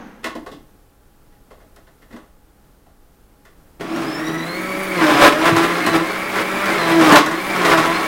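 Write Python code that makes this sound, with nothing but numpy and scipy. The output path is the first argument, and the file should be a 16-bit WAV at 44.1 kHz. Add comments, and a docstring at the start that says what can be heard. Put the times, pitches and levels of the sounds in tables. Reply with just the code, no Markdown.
"""A blender on a kitchen counter, close to a laptop's microphones: shaft tones, slot whine, fan noise and ice, all
tied to one shaft whose speed falls and rises as the churn swells and thins. Before the motor starts, the jar drags,
then knocks as it is set down, nudged and twisted on: bursts of noise ring the jar, thud and snap.
Hard walls answer with a decaying tail, over rumble, hiss and a faint hum; a side layer, mainly treble, widens
the stereo, and the loudest moments overload the input."""
import sys
import numpy as np
from scipy import signal
from scipy.fft import rfft, irfft, next_fast_len
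from scipy.io import wavfile
from scipy.ndimage import map_coordinates

SR = 44100
rng = np.random.default_rng(int(sys.argv[2]) if len(sys.argv) > 2 else 0)


def bounce(signal):
    """Save signal as a 16-bit WAV file at the path given by the first command-line argument."""
    frames = np.transpose(np.atleast_2d(signal))
    limited = np.clip(frames, -1, 1)
    pcm = np.round(limited * 32767).astype(np.int16)
    wavfile.write(sys.argv[1], SR, pcm)


N = 355887
T = np.arange(N) / SR

# still kitchen and microphone hiss: (frequency [Hz], relative density [dB per Hz])
AIR_SPECTRUM = [(8.8, -30), (15, 4), (48, -1.5), (97, -10), (429, -15.5), (704, -21.5), (839, -22),
                (943, -24), (1380, -24), (2260, -32.5), (6280, -37), (14600, -34.5), (16000, -38)]
# a far appliance: (frequency [Hz], level [dB, scales the sine's peak])
HUM_TONES = [(285, -67), (431, -78), (829, -67)]
# the jar dragging on the counter: (frequency [Hz], relative density [dB per Hz])
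DRAG_SPECTRUM = [(71, -46), (120, -21), (231, -3.5), (418, -16.5), (512, -11), (668, -22), (745, -15),
                 (1190, -19.5), (1550, -18.5), (5000, -43), (6500, -38), (11000, -120)]
# knocks of jar, lid and switch: (time [s], level driving the jar [dB], thud against it [dB],
# snap against it [dB], pitch of ring [Hz], pitch of thud [Hz])
HANDLING_KNOCKS = [(0.231, -31, -4, -20, 1500, 332), (0.242, -14.5, -7.5, -24, 1730, 350),
                   (0.259, -19.5, -22, -20, 1030, 330), (0.351, -26, 3, -33.5, 950, 324),
                   (0.461, -27.5, 0.5, -37, 1120, 430), (0.514, -34, 6.5, -14, 3150, 267),
                   (0.542, -45, -1, 1, 3500, 260), (1.319, -48, -10, -15, 1800, 400),
                   (1.504, -39.5, 5.5, -19, 1210, 477), (1.599, -45, 4, -18, 1480, 490),
                   (1.76, -40.5, 1, 11, 1390, 450), (1.866, -41.5, -6, -17, 1440, 400),
                   (2.016, -40, -11, -15, 1610, 400), (2.104, -39, 2, -16, 1490, 300),
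                   (2.124, -36.5, 8.5, -24, 1410, 271), (2.159, -34, -1, -14, 1350, 463),
                   (2.219, -44, -13, -16, 1090, 400), (2.861, -44, -5, -16, 750, 500),
                   (3.45, -36.5, -9, -1, 1560, 400), (3.807, -22, 1.5, -17, 1300, 307)]
# big lumps of ice strike the jar: (time [s], level driving the jar [dB], thud against it [dB], snap against it [dB])
ICE_LUMPS = [(3.959, -21, -2, -25), (4.019, -21, -4, -13), (4.279, -24.5, 6.5, -24), (5.214, -8, -18, -35),
             (5.455, -9, -20, -22), (5.564, -10, -31, -7), (5.628, -12, -18, -22), (5.864, -11, -1, 0),
             (5.933, -22, -10, 1), (6.356, -15, -15, -22), (6.657, -19, -7, -1), (7.01, -9.5, -2, -14),
             (7.121, -0.5, -1, -32), (7.157, 3.5, -24, -18), (7.261, -12, -4, -6), (7.312, -16, -10, -9),
             (7.559, -14, -8, -18), (7.649, -5.5, -7, -19), (7.776, -6, -6, -20)]
# pitch when ice strikes: (ring [Hz], thud [Hz])
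LUMP_PITCHES = (1320, 318)
# time for a contact to fall 60 dB: ring, thud, snap [s]
CONTACT_T60 = [0.14, 0.16, 0.023]
# resonances of jar and base: (frequency [Hz], width [Hz], gain [dB])
JAR_MODES = [(172, 32, -4.5), (304, 18.4, 2.5), (390, 93, -10), (578, 180, -0.5), (668, 73, 1.5),
             (800, 170, -2.5), (1080, 53, -2), (1140, 34, -0.5), (1467, 64, -6.5), (1618, 153, -4.5),
             (2070, 450, -2.5), (2224, 450, -1.5), (3710, 980, -23.5)]
# decay of the walls' answer: (frequency [Hz], time to fall 60 dB [s])
KITCHEN_T60 = [(150, 0.41), (1000, 0.36), (4000, 0.33), (12000, 0.19)]
# side layer: (frequency [Hz], gain [dB])
SIDE_GAIN = [(100, -56.5), (3000, -57.5), (6000, -57.5), (9000, -10), (16000, 5)]
# shaft speed before its small jitter: (time [s], turns a second [Hz])
SHAFT_SPEED = [(3.85, 96.3), (4.07, 139.3), (4.28, 160), (4.42, 163.9), (4.6, 185.3), (4.82, 191.5),
               (4.93, 188.3), (5.07, 150.8), (5.14, 143.6), (5.3, 143), (5.45, 166.8), (5.62, 167.5),
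               (5.83, 177.3), (5.97, 162.8), (6.07, 178.1), (6.3, 195.8), (6.42, 186.2), (6.6, 197.4),
               (6.7, 193.7), (6.84, 167), (6.97, 165.7), (7.14, 148.3), (7.21, 146.8), (7.37, 176.5),
               (7.49, 192.6), (7.59, 183.1), (7.69, 169.5), (7.78, 160), (7.87, 163.8), (8.07, 192.4)]
# steady churn of the ice: (time [s], grinding level [dB])
ICE_CHURN = [(3.8, -36), (3.98, -27), (4.26, -30), (4.65, -28), (4.9, -26), (5.1, -13), (5.37, -22),
             (5.62, -19), (5.75, -20), (6.0, -22.5), (6.28, -25.5), (6.5, -23), (6.8, -19), (7.0, -19),
             (7.25, -26.5), (7.46, -23), (7.7, -17.5), (8.07, -20.5)]
# ice jams the blades: (start of full force [s], grinding level [dB], build-up time constant [s], hold [s])
ICE_JAMS = [(5.02, -19.5, 0.032, 0.026), (5.108, -31, 0.061, 0.043), (5.232, -4.5, 0.029, 0.047),
            (5.324, -18.5, .01, 0.0069), (5.469, -12.5, 0.047, 0.028), (5.572, -15, .015, 0.014),
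            (5.63, -18, 0.034, 0.022), (5.87, -18.5, 0.008, .02), (5.951, -14.5, .015, 0.015),
            (6.384, -17.5, 0.044, 0.032), (6.726, -20, 0.076, .02), (6.909, -16.5, 0.058, 0.013),
            (7.07, -10.5, 0.069, .07), (7.155, -9, .015, .03), (7.72, -11.5, .08, 0.021),
            (7.782, -19, .015, .015), (7.87, -18, 0.029, 0.0079)]
# how lopsided the ice sits on the blades: (time [s], relative level [dB])
LOPSIDED_ICE = [(3.9, -9), (4.15, -11), (4.29, -3.5), (4.45, -8.5), (4.92, -1.5), (5.02, 6.5), (5.14, 5.5),
                (5.3, -1), (5.49, 4), (5.73, -2), (5.85, -2.5), (5.95, -0.5), (6.05, -6.5), (6.3, -18),
                (6.42, -7), (6.55, -5.5), (6.82, -6), (6.97, 8), (7.14, 9.5), (7.25, -2), (7.45, -13.5),
                (7.6, 2), (7.73, 1.5), (7.9, -2.5), (8.07, -23)]
# shake of the base: (frequency [times a turn], level before mount and waver [dB],
# growth [dB per dB of lopsidedness])
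SHAKE_ORDERS = [(1, -31, 0.52), (2, -25, 1.0), (3, -30.5, .5)]
# higher shaft orders that follow the grinding: (frequency [times a turn], level against the grinding [dB])
BLADE_ORDERS = [(4, -14), (5, -20), (6, -14.5), (7, -15.5), (8, -15.5), (9, -18.5), (10, -17.5), (11, -20)]
# how well the base sounds a shake: (frequency [Hz], gain [dB])
MOUNT_GAIN = [(100, -15), (140, -7), (170, 0.5), (195, 1.5), (280, -2), (325, 3), (350, -2), (390, -3.5),
              (450, -8), (520, -5.5), (590, 3.5), (665, 3), (770, -11.5), (850, -8), (1020, 4), (1100, 0),
              (1350, 3), (1500, -3.5), (2200, 4.5)]
# rotor slot whine: (multiple of the slot rate, level before housing and waver [dB])
WHINE_ORDERS = [(1, -39), (2, -50), (3, -57), (4, -60), (5, -69), (6, -68), (7, -68)]
# how well the housing sounds a whine: (frequency [Hz], gain [dB])
HOUSING_GAIN = [(1300, -14), (1750, -2), (2050, -1), (2400, 1), (3600, -6), (3850, 7), (4330, 7),
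                (4450, -4), (4800, 0), (5050, 11), (5830, 11), (5950, -4), (7000, -1), (8400, -3),
                (9000, 6), (9400, -3), (16000, -3)]
# brushes and cooling fan: (frequency [Hz], relative density [dB per Hz])
FAN_SPECTRUM = [(1000, -10), (1900, 1.5), (2120, -1), (2270, -9), (2450, -40), (3000, -75), (6000, -20),
                (9900, -20), (10300, -8), (10700, -21.5), (16000, -16)]
# broad clatter of the jar wall: (frequency [Hz], relative density [dB per Hz])
WALL_SPECTRUM = [(240, -25.5), (400, 7), (824, -14), (1050, 4), (1260, 0.5), (1370, 5.5), (1510, -4),
                 (4000, -21.5), (5200, -14.5), (8800, -120)]
# drumming of base and counter: (frequency [Hz], relative density [dB per Hz])
BASE_SPECTRUM = [(53, -54), (90, -28), (167, -4.5), (231, -8.5), (318, 3.5), (367, -4), (437, -36),
                 (600, -11), (780, -12.5), (1320, -120)]
# splintering ice: (frequency [Hz], relative density [dB per Hz])
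SPLINTER_SPECTRUM = [(1470, 1), (2500, -10), (2850, -22.5), (3740, -4.5), (7230, -11), (8130, -8),
                     (15100, -18), (16000, -9.5)]
# the counter jolts: (time [s], level before the thump band and its gain [dB])
COUNTER_THUMPS = [(5.25, -33), (5.516, -12.5), (5.869, -32)]

AIR_DB = -50.5
DRAG_DB, DRAG_FADES_DB_PER_S, DRAG_ENDS_S = -36, 52, 0.33

FOCUS, LUMP_FOCUS = .28, .35  # reach of a contact's band, in shares of its pitch: handling, ice
# rise of a hard contact [s]; its slowing per dB below the hard level [dB per dB]; the hard level [dB]
RISE_S, SOFTER_DB, HARD_DB = 0.00043, 0.79, -14.5

START_S, ON_S, SPIN_UP_S = 3.795, 0.0053, .25  # switch closes; noise comes up; tones come up
JITTER = 0.00622  # scale of the random shaft jitter, as a share of the speed
SLOTS = 12  # rotor slots
JAM_FALL_S = 0.013  # time constant as a jam lets go
MID_DB = -20  # grinding level at which the load is zero
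BLADES_GROW = 0.13  # dB gained per dB of lopsidedness
BUZZ = .35  # scale of fast phase jitter [radians], grows with the root of the slot multiple
HOWL_DB, HOWL_GROWS, HOWL_WIDTH_HZ = -31.5, 0.39, 300  # level before housing; dB per dB of load; knot rate
FAN_DB = -32.5  # at top speed
CHIPS_PER_S, CHIP_SPREAD_DB, CHIP_DB = 250, 1.5, -11  # chip level is against the grinding
DRUM_DB, DRUM_GROWS = -28, 0.79  # level at zero load; dB per dB of load
DRY_DB, DRY_S = 9.5, 0.71  # extra drumming while the ice is still dry and loose; how soon it fades
SPLINTER_DB, SPLINTER_GROWS = -34.5, 1  # level at zero load; dB per dB of load

THUMP_T60 = 0.2203  # s
TOP_HZ = 15900  # band limit of the input


def amp(db):
    """dB to gain."""
    return 10 ** (np.asarray(db) / 20)


def unit(x):
    """x at rms 1."""
    return x / np.sqrt(np.mean(x ** 2) + 1e-20)


def along(points, hz):
    """(frequency [Hz], value) points on a log axis."""
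    f, v = np.transpose(points)
    return np.interp(np.log(hz + 1), np.log(f + 1), v)


def curve(rows):
    """(time [s], value) points as one value per sample."""
    s, values = np.transpose(rows)
    return np.interp(T, s, values)


def wobble(rate):
    """A smooth random curve, rate knots a second."""
    return map_coordinates(rng.standard_normal(int(N * rate / SR) + 4), [T * rate])


def filtered(x, response):
    """x times a complex response of frequency."""
    m = next_fast_len(N + SR // 2)
    return irfft(rfft(x, m) * response(np.fft.rfftfreq(m, 1 / SR)), m)[..., :N]


def coloured(x, spectrum):
    """x through a spectrum, at rms 1."""
    return unit(filtered(x, lambda hz: amp(along(spectrum, hz))))


def band(x, lo_hz, hi_hz, order=2):
    """A causal band-pass."""
    return signal.sosfilt(signal.butter(order, [lo_hz, hi_hz], "band", fs=SR, output="sos"), x)


def air():
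    """Rumble, hiss and a faint hum that wavers in level and phase."""
    hum = sum(amp(db + 2.8 * wobble(20)) * np.sin(2 * np.pi * hz * T + 1.9 * wobble(13))
              for hz, db in HUM_TONES)
    level = amp(AIR_DB + 0.7 * wobble(5.19))
    return level * coloured(rng.standard_normal(N), AIR_SPECTRUM) + hum


def slide():
    """The last of a drag across the counter: fading friction noise that stops short."""
    level = amp(DRAG_DB - DRAG_FADES_DB_PER_S * T) * (T < DRAG_ENDS_S)
    return level * coloured(rng.standard_normal(N), DRAG_SPECTRUM)


def jar(f):
    """The causal response of the jar's resonances, with alternating signs."""
    return sum((-1) ** k * amp(db) * 1j * f * width / (centre * centre - f * f + 1j * f * width)
               for k, (centre, width, db) in enumerate(JAR_MODES))


def knocks():
    """Each contact of handling or ice is a short rattle that rings the jar, thuds and snaps."""
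    t = np.arange(SR // 3) / SR
    push = np.zeros((3, N + SR))  # ring, thud, snap
    contacts = [(*row, FOCUS) for row in HANDLING_KNOCKS]
    contacts += [(*row, *LUMP_PITCHES, LUMP_FOCUS) for row in ICE_LUMPS]
    for s, db, thud_db, snap_db, ring_hz, thud_hz, focus in contacts:
        ring, thud, snap = rng.standard_normal((3, len(t)))
        ring = unit(band(ring, ring_hz / (1 + focus), ring_hz * (1 + focus), order=1))
        thud = unit(band(thud, thud_hz / (1 + focus), thud_hz * (1 + focus), order=1))
        decay = amp(db - 60 * t / np.array(CONTACT_T60)[:, None])
        rise_s = RISE_S * amp(SOFTER_DB * max(HARD_DB - db, 0))  # gentler contacts rise more slowly
        rattle = decay * (1 - np.exp(-t / rise_s))
        balance = amp([[0], [thud_db], [snap_db]])
        push[:, round(s * SR):][:, :len(t)] += balance * rattle * [ring, thud, snap]
    body = amp(0.5) * push[0, :N] + amp(1.0) * push[1, :N]
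    snaps = band(push[2, :N], 2400, 11300, order=1)
    return filtered(body, jar) + amp(-9.5) * body + amp(-4) * snaps


def kitchen(x):
    """The hard walls' answer, 200 samples late: a noise tail whose frequencies die at their own speeds."""
    hz, t, z = signal.stft(rng.standard_normal(SR // 2), SR, nperseg=256)
    decay = amp(-60 * t / along(KITCHEN_T60, hz)[:, None])
    tail = signal.istft(z * decay, SR, nperseg=256)[1]
    return signal.fftconvolve(np.pad(x, (200, 0)), tail / np.linalg.norm(tail))[:N]


def grinding():
    """Grinding level in dB: powers of steady churn and of jams that build up, hold and let go."""
    power = amp(2 * curve(ICE_CHURN))
    for s, db, build_s, hold_s in ICE_JAMS:
        away = np.maximum((s - T) / build_s, (T - s - hold_s) / JAM_FALL_S)
        power = power + amp(2 * db) * np.exp(-2 * np.maximum(away, 0))
    return 10 * np.log10(power)


def shaft_tone(turns, multiple, waver_db, buzz=0):
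    """A sine locked to a multiple of the shaft's turns, wavering in level and jittering in phase."""
    level = np.sqrt(2) * amp(waver_db * wobble(25))
    return level * np.sin(2 * np.pi * (multiple * turns + rng.random()) + buzz * wobble(300))


def base_shake(turns, speed, lopsided_db):
    """Lopsided ice shakes the base at low multiples of the shaft speed."""
    return sum(amp(db + grows * lopsided_db + along(MOUNT_GAIN, k * speed))
               * shaft_tone(turns, k, waver_db=-0.44) for k, db, grows in SHAKE_ORDERS)


def blade_tones(turns, speed, grind_db, lopsided_db):
    """Higher shaft orders sound through the base as hard as the ice is ground."""
    orders = sum(amp(db + along(MOUNT_GAIN, k * speed)) * shaft_tone(turns, k, waver_db=3.5, buzz=0.28)
                 for k, db in BLADE_ORDERS)
    return amp(grind_db + BLADES_GROW * lopsided_db) * orders


def slot_whine(turns, speed, load_db):
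    """Rotor slots whine at multiples of their rate; air chopped at that rate howls as a band of noise."""
    whine = sum(amp(db + along(HOUSING_GAIN, SLOTS * k * speed) + 4 * wobble(200))
                * shaft_tone(turns, SLOTS * k, waver_db=4.0, buzz=BUZZ * np.sqrt(k))
                for k, db in WHINE_ORDERS)
    phase = 2 * np.pi * SLOTS * turns
    chopped = unit(wobble(HOWL_WIDTH_HZ) * np.sin(phase) + wobble(HOWL_WIDTH_HZ) * np.cos(phase))
    howl_db = HOWL_DB + HOWL_GROWS * load_db + along(HOUSING_GAIN, SLOTS * speed)
    return whine + amp(howl_db) * chopped


def rubble(turns, depth, lumpy_db):
    """Noise of rms 1 that throbs twice a turn with the blades, in lumps of chance size."""
    passes = 1 + depth * np.cos(2 * np.pi * 2 * turns + wobble(20))
    return unit(passes * amp(lumpy_db * wobble(60)) * rng.standard_normal(N))


def fan_noise(turns, speed):
    """Brushes and cooling fan: noise that grows steeply with shaft speed."""
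    level = amp(FAN_DB) * (speed / speed.max()) ** 3.7
    return level * coloured(rubble(turns, depth=0.13, lumpy_db=1.8), FAN_SPECTRUM)


def chips():
    """Single chips of ice: ticks of chance size, through the jar and direct, at rms 1."""
    ticks = rng.random(N) < CHIPS_PER_S / SR
    ticks = ticks * amp(CHIP_SPREAD_DB * np.clip(rng.standard_normal(N), -2, 2))
    return unit(band(filtered(ticks, jar) + amp(-17) * ticks, 630, 4800))


def ice_clatter(turns, grind_db):
    """Ground ice rings the jar, clatters broadly on its wall and ticks in single chips."""
    # the jar's ring loses its lows below about 600 Hz
    ring = unit(filtered(rubble(turns, depth=0.88, lumpy_db=-0.5),
                         lambda f: jar(f) * f ** 2 / (f ** 2 + 600 ** 2)))
    wall = coloured(rubble(turns, depth=0.51, lumpy_db=2.5), WALL_SPECTRUM)
    return amp(grind_db) * (amp(-5.0) * ring + amp(-6.0) * wall + amp(CHIP_DB) * chips())


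def base_drumming(turns, load_db, since):
    """Base and counter drum with the load, stronger while the ice is still dry and loose."""
    drum_db = DRUM_DB + DRUM_GROWS * load_db + DRY_DB * np.exp(-(since / DRY_S) ** 2)
    return amp(drum_db) * coloured(rubble(turns, depth=0.46, lumpy_db=0.0), BASE_SPECTRUM)


def splintering(turns, load_db):
    """Bright noise of splintering ice that follows the load."""
    noise = coloured(rubble(turns, depth=0.1, lumpy_db=0.0), SPLINTER_SPECTRUM)
    return amp(SPLINTER_DB + SPLINTER_GROWS * load_db) * noise


def blender():
    """Motor and ice together, all tied to the turns of one shaft."""
    speed, lopsided_db = curve(SHAFT_SPEED), curve(LOPSIDED_ICE)
    grind_db = grinding()
    load_db, since = grind_db - MID_DB, T - START_S
    turns = np.cumsum(speed * (1 + JITTER * wobble(40))) / SR
    tones = base_shake(turns, speed, lopsided_db) + blade_tones(turns, speed, grind_db, lopsided_db)
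    tones = tones + slot_whine(turns, speed, load_db)
    noise = fan_noise(turns, speed) + ice_clatter(turns, grind_db)
    noise = noise + base_drumming(turns, load_db, since) + splintering(turns, load_db)
    spin_up = np.clip(since / SPIN_UP_S, 0, 1)
    return np.clip(since / ON_S, 0, 1) * (spin_up * tones + noise)


def thumps():
    """Jolts of the whole counter: decaying noise bursts in a low band."""
    out, t = np.zeros(N + SR), np.arange(SR // 3) / SR
    for s, db in COUNTER_THUMPS:
        out[round(s * SR):][:len(t)] += amp(db - 60 * t / THUMP_T60) * rng.standard_normal(len(t))
    return amp(21.5) * band(out[:N], 93, 170)


def scene():
    """Both channels share one kitchen; a side layer, mainly treble, is added to one and subtracted from the other."""
    motor, hits = blender(), knocks()
    into_room = amp(-10.5) * motor + amp(-5.5) * hits
    side = filtered(kitchen(into_room), lambda hz: amp(along(SIDE_GAIN, hz)))
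    direct = amp(-1.0) * motor + hits
    return direct + kitchen(into_room) + side * [[1], [-1]] + thumps() + slide() + air()


def record(dry):
    """The input saturates towards .97 of full scale and keeps nothing above its band limit."""
    clipped = dry / (1 + np.abs(dry / .97) ** 8) ** (1 / 8)
    return np.clip(filtered(clipped, lambda hz: hz < TOP_HZ), -1, 1)


dry = scene()
out = record(dry)
bounce(out)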